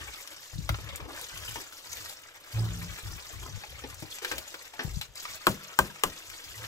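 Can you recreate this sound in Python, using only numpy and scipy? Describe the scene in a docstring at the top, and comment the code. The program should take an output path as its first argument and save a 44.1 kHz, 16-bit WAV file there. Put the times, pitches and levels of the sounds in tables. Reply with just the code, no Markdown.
"""An outdoor tap runs into a steel bowl of vegetables while a plastic basket is rinsed under it.
From the start, droplet tones and hiss make the water, and low noise makes the jet drum on the basket.
Noise bursts and fading tones then make the spits, bumps and flexing walls; a flat wall hums at times.
Near the end the basket is knocked three times on the concrete rim to shake it dry.
Courtyard walls answer faintly with a fading noise echo, over steady, quiet air."""
import sys
import numpy as np
from scipy import signal
from scipy.fft import rfft, irfft, next_fast_len
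from scipy.io import wavfile
from scipy.ndimage import uniform_filter1d, map_coordinates

SR = 44100
rng = np.random.default_rng(int(sys.argv[2]) if len(sys.argv) > 2 else 0)


def log_audio(samples):
    """Write samples as a 16-bit WAV file to the path given in sys.argv[1]."""
    # one column per channel
    frames = np.atleast_2d(samples).T
    # limit to full scale, then quantise
    limited = np.clip(frames, -1, 1)
    pcm = np.round(limited * 32767).astype(np.int16)
    wavfile.write(sys.argv[1], SR, pcm)


N = 294147  # length in samples

# The bright snap of hard or wet contact. Each row: frequency in Hz, relative level in dB.
CRACK_SPECTRUM = [(1500, -9), (2800, 6), (5600, -2.5), (8000, 2), (9500, -3.5), (12500, -5), (16000, -1)]


def amp(db):
    """Turn decibels into a plain multiplier."""
    return 10 ** (np.asarray(db) / 20)


def unit(x):
    """Scale a sound to an rms (average strength) of 1."""
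    return x / np.sqrt(np.mean(x ** 2) + 1e-20)


def along(points, hz):
    """Read a curve of (Hz, value) points, with frequency on a log axis."""
    f, v = np.transpose(points)
    return np.interp(np.log(hz + 1), np.log(f), v)


def curves(rows):
    """Join timed rows with straight lines: one curve for each column after the time."""
    s, *cols = np.transpose(rows)
    return [np.interp(np.arange(N) / SR, s, c) for c in cols]


def wobble(rate):
    """Make a smooth random curve through `rate` random points a second."""
    points = rng.standard_normal(int(N * rate / SR) + 4)
    return map_coordinates(points, [np.arange(N) * rate / SR])


def filtered(x, response):
    """Multiply the spectrum of x by a function of frequency."""
    n = x.shape[-1]
    m = next_fast_len(n + 8192)  # spare room for the filter to die away
    return irfft(rfft(x, m) * response(np.fft.rfftfreq(m, 1 / SR)), m)[..., :n]


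def coloured(x, spectrum):
    """Filter x by a table of (Hz, dB) points and scale it to rms 1."""
    return unit(filtered(x, lambda hz: amp(along(spectrum, hz))))


def add(track, s, sound):
    """Mix a sound into a track at time s in seconds."""
    part = track[round(s * SR):][:len(sound)]
    part += sound[:len(part)]


def gate(rows, edge_s):
    """Hold each (from, to, value) row for its span, with short ramps at both ends."""
    t = np.arange(N) / SR
    total = 0
    for start, end, value in rows:
        total = total + value * np.clip(np.minimum(t - start, end - t) / edge_s + .5, 0, 1)
    return total


def swells(rows, attack_s, t60, sag_db_per_s=0):
    """Gain of (from, to, dB) contacts of the jet: each rises, holds or sags, then dies away."""
    t = np.arange(N) / SR
    total = 0
    for start, end, db in rows:
        rise = np.clip((t - start) / attack_s, 0, 1)
        sag_db = sag_db_per_s * np.maximum(t - start, 0)
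        fade_db = 60 * np.maximum(t - end, 0) / t60
        total = total + rise * amp(db - sag_db - fade_db)
    return total


def drops(rate, low_hz, high_hz, cycles, spread_db, rise, size):
    """A shower of tiny fading tones of uneven strength, each rising in pitch; rms 1."""
    draws = rng.random((int(rate * N / SR), 4))  # `rate` drops a second
    when, pitch, strength, life = draws.T[:, :, None]
    t = np.arange(size) / SR  # each drop is `size` samples long
    hz = low_hz * (high_hz / low_hz) ** pitch
    age = t * hz / (cycles * (.5 + life))  # time counted in the drop's own lifetimes
    phase = 2 * np.pi * hz * t * (1 + rise * np.minimum(age, 2))
    tone = np.sin(phase) * np.exp(-age)
    gain = amp(-spread_db * np.log(np.maximum(strength, .01))) * np.sqrt(hz)  # strong drops are rare
    places = (when * N).astype(int) + np.arange(size)
    return unit(np.bincount(places.ravel(), (gain * tone).ravel(), N + size)[:N])


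def ring(modes, t, scatter_db, low_db=0):
    """Fading tones, struck at slightly new strengths and pitches; low_db adds to those under 700 Hz."""
    hz, db, t60 = np.transpose(modes)[:, :, None]
    level, detune = rng.standard_normal((2, len(modes), 1))
    sign = (-1) ** np.arange(len(modes))[:, None]
    gain = amp(db + scatter_db * level + low_db * (hz < 700) - 60 * t / t60)
    tones = np.sin(2 * np.pi * hz * (1 + 0.011 * detune) * t)
    return np.sum(sign * gain * tones, 0)


def burst(spectrum, t, t60, attack):
    """Coloured noise, evened out in power, that starts over `attack` seconds and dies away."""
    noise = coloured(rng.standard_normal(len(t)), spectrum)
    noise = noise / np.sqrt(np.abs(uniform_filter1d(noise ** 2, size=200)) + 0.062)
    return noise * amp(-60 * t / t60) * (1 - np.exp(-t / attack))


def scattered(x, size=2048):
    """Close, diffuse reflections off the basin; a new noise tail for each block keeps them free of pitch."""
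    blocks = np.pad(x, (0, -N % size)).reshape(-1, size)
    t = np.arange(size) / SR
    tails = rng.standard_normal((2, len(blocks), size)) * amp(-60 * t / 0.041) * (t > .002)
    tails /= np.linalg.norm(tails, axis=2, keepdims=True)
    y = signal.fftconvolve(blocks[None], np.pad(tails, ((0, 0), (0, 0), (0, 1))), axes=2)
    own = y[..., :size].reshape(2, -1)
    spill = y[..., size:].reshape(2, -1)  # reflections that run on into the next block
    return own[:, :N] + np.pad(spill, ((0, 0), (size, 0)))[:, :N]


def placed(x, left_db, near_db):
    """A source left of centre with its close reflections."""
    lag = 7  # samples by which the right ear hears it later
    direct = np.array([x, np.pad(x, (lag, 0))[:N]])
    both = direct + amp(near_db) * scattered(x)
    return both * amp([[left_db / 2], [-left_db / 2]])


def yard():
    """The faint steady air of the courtyard: noise partly shared by both ears."""
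    # Each row: frequency in Hz, relative level in dB.
    air_spectrum = [(15, -36), (25, -6), (69, -14), (162, 0), (218, -15), (300, -3), (543, 3.5),
                    (1270, -2.5), (4000, -7), (5200, -7), (8800, -120)]
    shared, separate = rng.standard_normal(N), rng.standard_normal((2, N))
    return amp(-63) * coloured(shared + .5 * separate, air_spectrum)


def water():
    """The stream breaks into surging gouts of tiny bubbles, a few plinks and fine crackling spray."""
    # The running water. Each row: time in seconds, splash and spray levels in dB before trims and surges.
    flow = [(0.0, -50, -51), (0.61, -63.5, -55), (0.91, -50, -55), (1.37, -51.5, -49), (1.63, -58, -52.5),
            (2.01, -53.5, -50.5), (2.19, -58, -55), (2.4, -55, -56.5), (2.69, -55, -51), (2.99, -52.5, -50),
            (3.94, -57.5, -55), (4.35, -53, -52), (4.98, -60.5, -52.5), (5.2, -57.5, -53),
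            (5.35, -55.5, -50.5), (5.72, -51, -53.5), (6.28, -55.5, -51.5), (6.67, -52, -48)]
    # The rim catches the stream and the splashing drops away.
    # Each row: start in seconds, end in seconds, depth in dB.
    catches = [(0.52, 0.68, 1), (0.99, 1.085, 6), (1.65, 1.84, 2), (2.2, 2.48, 3), (4.19, 4.215, 8),
               (4.68, 4.78, 6), (5.06, 5.15, 12.5)]
    # Water sheets off the tilted basket and the spray flares.
    # Each row: start in seconds, end in seconds, spray gain in dB.
    gushes = [(0.06, 0.11, 1), (1.17, 1.26, 1.5), (1.44, 1.62, 5), (1.93, 2.13, 3.5), (2.51, 2.6, 4.5),
              (4.1, 4.19, 6), (4.22, 4.33, 5.5), (5.16, 5.36, 3.5)]
    # Tone of the splash and of the spray. Each row: frequency in Hz, relative level in dB.
    splash_spectrum = [(150, -70), (250, -10), (318, -1), (372, -9.5), (594, -4), (713, -8), (1110, -0.5),
                       (1670, 3), (1880, 1.5), (3800, 2), (4940, -28), (8360, -120)]
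    spray_spectrum = [(1470, -12.5), (2500, -9), (2990, -9), (3230, -8.5), (3490, -7), (5350, -4),
                      (7130, -4), (8020, -4), (9440, -12.5), (11500, -6.5), (14900, -9.5), (15600, -4.5),
                      (16000, -46)]

    splash_db, spray_db = curves(flow)
    caught_db = gate(catches, edge_s=0.0056)  # time the rim takes to cross the stream
    gush_db = gate(gushes, edge_s=0.023)  # time a gush takes to swell or stop
    gouts = wobble(70)

    bubbles = drops(rate=1600, low_hz=380, high_hz=3800, cycles=2, spread_db=3.6, rise=.03, size=330)
    crackle = drops(rate=3600, low_hz=2500, high_hz=15700, cycles=1.2, spread_db=4.9, rise=.03, size=70)
    plinks = drops(rate=90, low_hz=1800, high_hz=8000, cycles=9, spread_db=3.5, rise=.04, size=800)

    splash_db = splash_db + 1.5 - caught_db + 0.45 * gush_db
    splash_db = splash_db + 2.02 * gouts + 1.74 * wobble(25)
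    splash = coloured(bubbles + 0.44 * rng.standard_normal(N), splash_spectrum) * amp(splash_db)

    spray_db = spray_db - 0.5 - caught_db + gush_db
    spray_db = spray_db + 1.76 * gouts + 0.68 * wobble(170)
    hiss = 0.4 * rng.standard_normal(N)  # smooth hiss under the single droplets
    fizz = coloured(crackle + hiss, spray_spectrum) + amp(-8.5) * plinks
    spray = fizz * amp(spray_db)
    return placed(splash + pours(), left_db=3.0, near_db=-2.5) + placed(spray, left_db=1.5, near_db=1.5)


def drumming():
    """The jet shakes the basket's thin plastic: low noise swells as each wall passes under it."""
    # Each row: start in seconds, end in seconds, level in dB before the final trim.
    contacts = [(0.0, 0.1, -50.5), (0.53, 0.66, -41), (0.69, 0.73, -32.5), (0.78, 0.94, -45.5),
                (1.0, 1.03, -42), (1.1, 1.25, -58), (1.32, 1.58, -50), (1.89, 2.06, -57.5),
                (2.54, 2.92, -39), (3.03, 3.15, -40.5), (3.22, 3.3, -61), (3.33, 3.57, -44),
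                (3.68, 4.05, -51), (4.31, 4.38, -51), (4.845, 4.97, -38.5), (5.08, 5.11, -55),
                (5.28, 5.35, -59), (6.27, 6.33, -60.5), (6.46, 6.67, -56.5)]
    # Each row: frequency in Hz, relative level in dB.
    boom_spectrum = [(15, -42), (28, -35), (50, 9.5), (70, 8), (100, 5), (155, -8), (230, -21.5),
                     (320, -17.5), (500, -39), (1000, -46)]
    shake = coloured(rng.standard_normal(N), boom_spectrum)
    shake = shake / np.sqrt(np.abs(uniform_filter1d(shake ** 2, size=1400)) + 0.055)  # the jet pushes evenly
    push = swells(contacts, attack_s=0.0092, t60=0.2, sag_db_per_s=8)
    tremble = amp(-73.5)  # stray drops keep the plastic trembling in between
    return placed(amp(-1.0) * shake * (push + tremble), left_db=6.5, near_db=-2)


def spits():
    """Single spits of water slap on the basket: very short noise bursts around one pitch."""
    # Each row: start in seconds, strength in dB before a trim, centre pitch in Hz.
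    slaps = [(0.2745, -28, 4470), (0.959, -24.5, 8100), (1.213, -28, 7150), (1.3753, -28, 5500),
             (1.931, -25.5, 6300), (2.0954, -28.5, 6660), (3.9095, -40, 8300), (3.9435, -33, 6250),
             (4.5042, -35, 4900), (5.1554, -30.5, 5470), (6.3, -28.5, 2340), (6.6145, -40, 4410)]
    track, t = np.zeros(N), np.arange(SR // 3) / SR
    for s, db, hz in slaps:
        spectrum = [(hz / 5, -25), (hz, 0), (hz * 3, -14)]
        add(track, s, amp(db - 3) * burst(spectrum, t, t60=0.013, attack=0.00011))
    return track


def flexing():
    """The basket's walls flex with low, quickly fading bending tones, mostly on the left."""
    # Each row: start in seconds, strength in dB before the left-right balance.
    thumps = [(0.585, -17.5), (0.694, -15), (4.021, -25.5), (4.846, -16.5), (4.967, -15.5)]
    # The slow bending modes. Each row: frequency in Hz, level in dB, time to fall 60 dB in seconds.
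    bending_modes = [(57.4, -23, 0.059), (91, -7.5, 0.039), (150, -8.5, 0.053), (213, -20.5, 0.013)]
    low, t = np.zeros(N), np.arange(SR // 3) / SR
    for s, db in thumps:
        soft_start = 1 - np.exp(-t / 0.0022)
        add(low, s, amp(db) * ring(bending_modes, t, scatter_db=1) * soft_start)
    return low * amp([[8], [-8]])


def bumps():
    """Hands and bowl bump the wet basket: each bump mixes a clack, a pitched spot, a body and a crack."""
    # Each row: start in seconds, overall strength in dB, pitch in Hz, body level in dB before a trim,
    # crack level in dB, basic time to fall 60 dB in seconds (body and crack scale it).
    hits = [(0.691, -12, 1247, -46, -9.5, 0.02), (0.743, -25, 1250, -18, -29, 0.027),
            (0.786, -36, 1200, -7, -28, 0.037), (1.002, -32, 428, -12, -21, 0.047),
            (1.053, -39, 404, -4, -27, 0.039), (1.556, -28.5, 840, -18, -8, 0.068),
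            (3.636, -29, 805, -30, -30, 0.035), (3.838, -29.5, 276, -6, -23, 0.05),
            (4.023, -35.5, 330, -5.5, -4, 0.061), (4.219, -36.5, 455, -17, -9, 0.47),
            (4.247, -19, 1610, -24.5, -7.5, 0.032), (4.314, -23, 1577, -14, -8, 0.087),
            (4.381, -31.5, 4730, -10.5, 7.5, 0.039), (4.542, -25.5, 1440, -19, -11, 0.03),
            (4.736, -37, 873, -24, -13, 0.074), (4.792, -24, 1610, -13, -35, 0.12),
            (5.012, -28, 3850, -38, -3, 0.062), (5.252, -27, 1233, -45, -15, 0.052)]
    # Tone of the clack and of the body. Each row: frequency in Hz, relative level in dB.
    clack_spectrum = [(350, -34), (600, -7), (1040, -4.5), (1310, -6.5), (1670, -2.5), (1830, 0),
                      (2250, -1), (2570, -2), (6000, -12.5), (7800, -84), (13200, -120)]
    body_spectrum = [(100, -27), (220, -5), (450, 4.5), (650, -8.5), (900, -3), (2000, -70)]
    track, t = np.zeros(N), np.arange(SR // 3) / SR
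    for s, db, hz, body_db, crack_db, t60 in hits:
        clack = amp(-7) * burst(clack_spectrum, t, t60, attack=0.00038)
        spot_modes = [(.8 * hz, -6, t60), (hz, 0, t60), (1.1 * hz, -3, t60)]  # each spot has its own pitch
        spot = amp(-8.0) * ring(spot_modes, t, scatter_db=0.5)
        body = amp(body_db - 2.5) * burst(body_spectrum, t, 2.55 * t60, attack=0.00059)
        crack = amp(crack_db) * burst(CRACK_SPECTRUM, t, 0.63 * t60, attack=0.00041)
        add(track, s, amp(db) * (clack + spot + body + crack))
    return track


def pours():
    """The stream lands inside the basket or sloshes in the bowl: a hollow gurgles lower than open water."""
    # Each row: start in seconds, end in seconds, level in dB.
    landings = [(0.98, 1.14, -51.5), (1.56, 1.61, -47.5), (2.55, 2.66, -48), (3.41, 3.48, -50)]
    # Each row: frequency in Hz, relative level in dB.
    hollow_spectrum = [(150, -29), (300, -0.5), (600, -8), (1050, 1.5), (1600, -1.5), (4000, -45)]
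    gurgle = drops(rate=500, low_hz=260, high_hz=1600, cycles=1.6, spread_db=2.5, rise=.03, size=550)
    return swells(landings, attack_s=0.014, t60=0.12) * coloured(gurgle, hollow_spectrum)


def humming():
    """The jet squarely on a flat wall builds its lowest modes into a hum; the higher ones are weaker."""
    # Each row: start in seconds, end in seconds, level in dB of the lowest mode in the left ear.
    hum_times = [(2.531, 2.63, -26), (6.538, 6.67, -47.5)]
    # The flat wall's two lowest modes, in Hz.
    panel_hz = [111, 172]
    # Weak upper modes. Each row: frequency in Hz, level in dB against the second mode.
    overtones = [(243, -12.5), (330, -20), (440, -18)]
    attack_s, t60 = 0.045, 0.39
    # the higher modes build 0.025 s later and hold on 0.2 s longer
    upper_times = [(start + 0.025, end + 0.2, db - 16) for start, end, db in hum_times]
    lower = swells(hum_times, attack_s, t60)
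    upper = swells(upper_times, attack_s, t60)
    modes = [(panel_hz[0], lower), (panel_hz[1], upper)]
    modes += [(hz, upper * amp(db)) for hz, db in overtones]
    bent = np.arange(N) / SR + 0.00018 * wobble(20)  # the wall bends in the hand, so its pitch drifts
    hum = sum(gain * np.sin(2 * np.pi * hz * bent) for hz, gain in modes)
    return hum * amp([[0], [1.5]])


def knocks():
    """The rim hits concrete: a crack, a short smack, the basket's ring and the slow sway of its walls."""
    # Each row: start in seconds, then strength, body level and crack level in dB, all before trims.
    hits = [(5.4683, -7.5, -15, -13), (5.789, -8.5, -19.5, -10.5), (6.036, -13.5, -28, -6.5)]
    # The basket's ring. Each row: frequency in Hz, level in dB before trims, time to fall 60 dB in seconds.
    basket_modes = [(147.7, -18.5, 0.41), (197, -15.5, 0.34), (252, -23, 0.11), (317.5, -12, 0.16),
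                    (373, -8, 0.11), (510, 0.5, 0.036), (635, -8, 0.098), (795, -11, 0.062),
                    (930, -2, 0.047), (1049, 1, 0.035), (1230, 3, 0.014), (1593, -1.5, 0.032),
                    (1820, -7, 0.047), (2090, -33, 0.056), (2810, -6, 0.018)]
    # Tone of the smack and of the sway. Each row: frequency in Hz, relative level in dB.
    smack_spectrum = [(120, -35), (260, -12), (400, 2), (540, 3.5), (740, -7.5), (1000, 5), (1550, -1),
                      (2050, -16), (3200, -31), (6000, -44)]
    sway_spectrum = [(35, -7), (65, -3.5), (150, -5.5), (330, -10), (520, -15.5), (1200, -31.5)]
    sway_lag_s = 0.013  # the slow bending wave crosses the basket before its walls sway
    track, t = np.zeros(N), np.arange(SR // 3) / SR
    for s, db, body_db, crack_db in hits:
        plastic = amp(-5.0) * ring(basket_modes, t, scatter_db=0.5, low_db=body_db + 13.5)
        smack = amp(-4.5) * burst(smack_spectrum, t, t60=0.065, attack=0.00024)
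        sway = amp(-17.0) * burst(sway_spectrum, t, t60=0.23, attack=0.0046)
        crack = amp(crack_db + 12.0) * burst(CRACK_SPECTRUM, t, t60=0.015, attack=.0001)
        flung = amp(-17.5) * burst(CRACK_SPECTRUM, t, t60=0.13, attack=0.0063)  # water thrown off the mesh
        add(track, s, amp(db - 2.5) * (plastic + smack + crack + flung))
        add(track, s + sway_lag_s, amp(db - 2.5) * sway)
    return placed(track, left_db=3.5, near_db=-9.5)


def courtyard(x):
    """The walls' answer 10 ms later: a noise tail in which each frequency dies at its own speed."""
    # Each row: frequency in Hz, time to fall 60 dB in seconds.
    wall_fade = [(150, 0.2), (1000, 0.19), (10000, 0.15)]
    hz, t, z = signal.stft(rng.standard_normal((2, SR // 2)), SR, nperseg=256)
    fade = amp(-60 * t / along(wall_fade, hz)[:, None])
    tail = signal.istft(z * fade, SR, nperseg=256)[1]
    tail = tail / np.linalg.norm(tail[0])
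    delayed = np.pad(x, ((0, 0), (SR // 100, 0)))
    return signal.fftconvolve(delayed, tail, axes=1)[:, :N]


def scene():
    """Mix all sources, with a weaker echo for the hard knocks than for the rest."""
    handling = placed(spits() + bumps(), left_db=3.5, near_db=-4) + flexing()
    wet = water() + drumming() + handling + humming()
    hard = knocks()
    echo = courtyard(amp(-13.0) * wet + amp(-22) * hard)
    return wet + hard + echo + yard()


def record(dry):
    """Cut the treble steeply above the band limit."""
    top_hz = 15800
    return filtered(dry, lambda hz: 1 / np.sqrt(1 + np.minimum(hz / top_hz, 1.3) ** 260))


dry = scene()
out = record(dry)
log_audio(out)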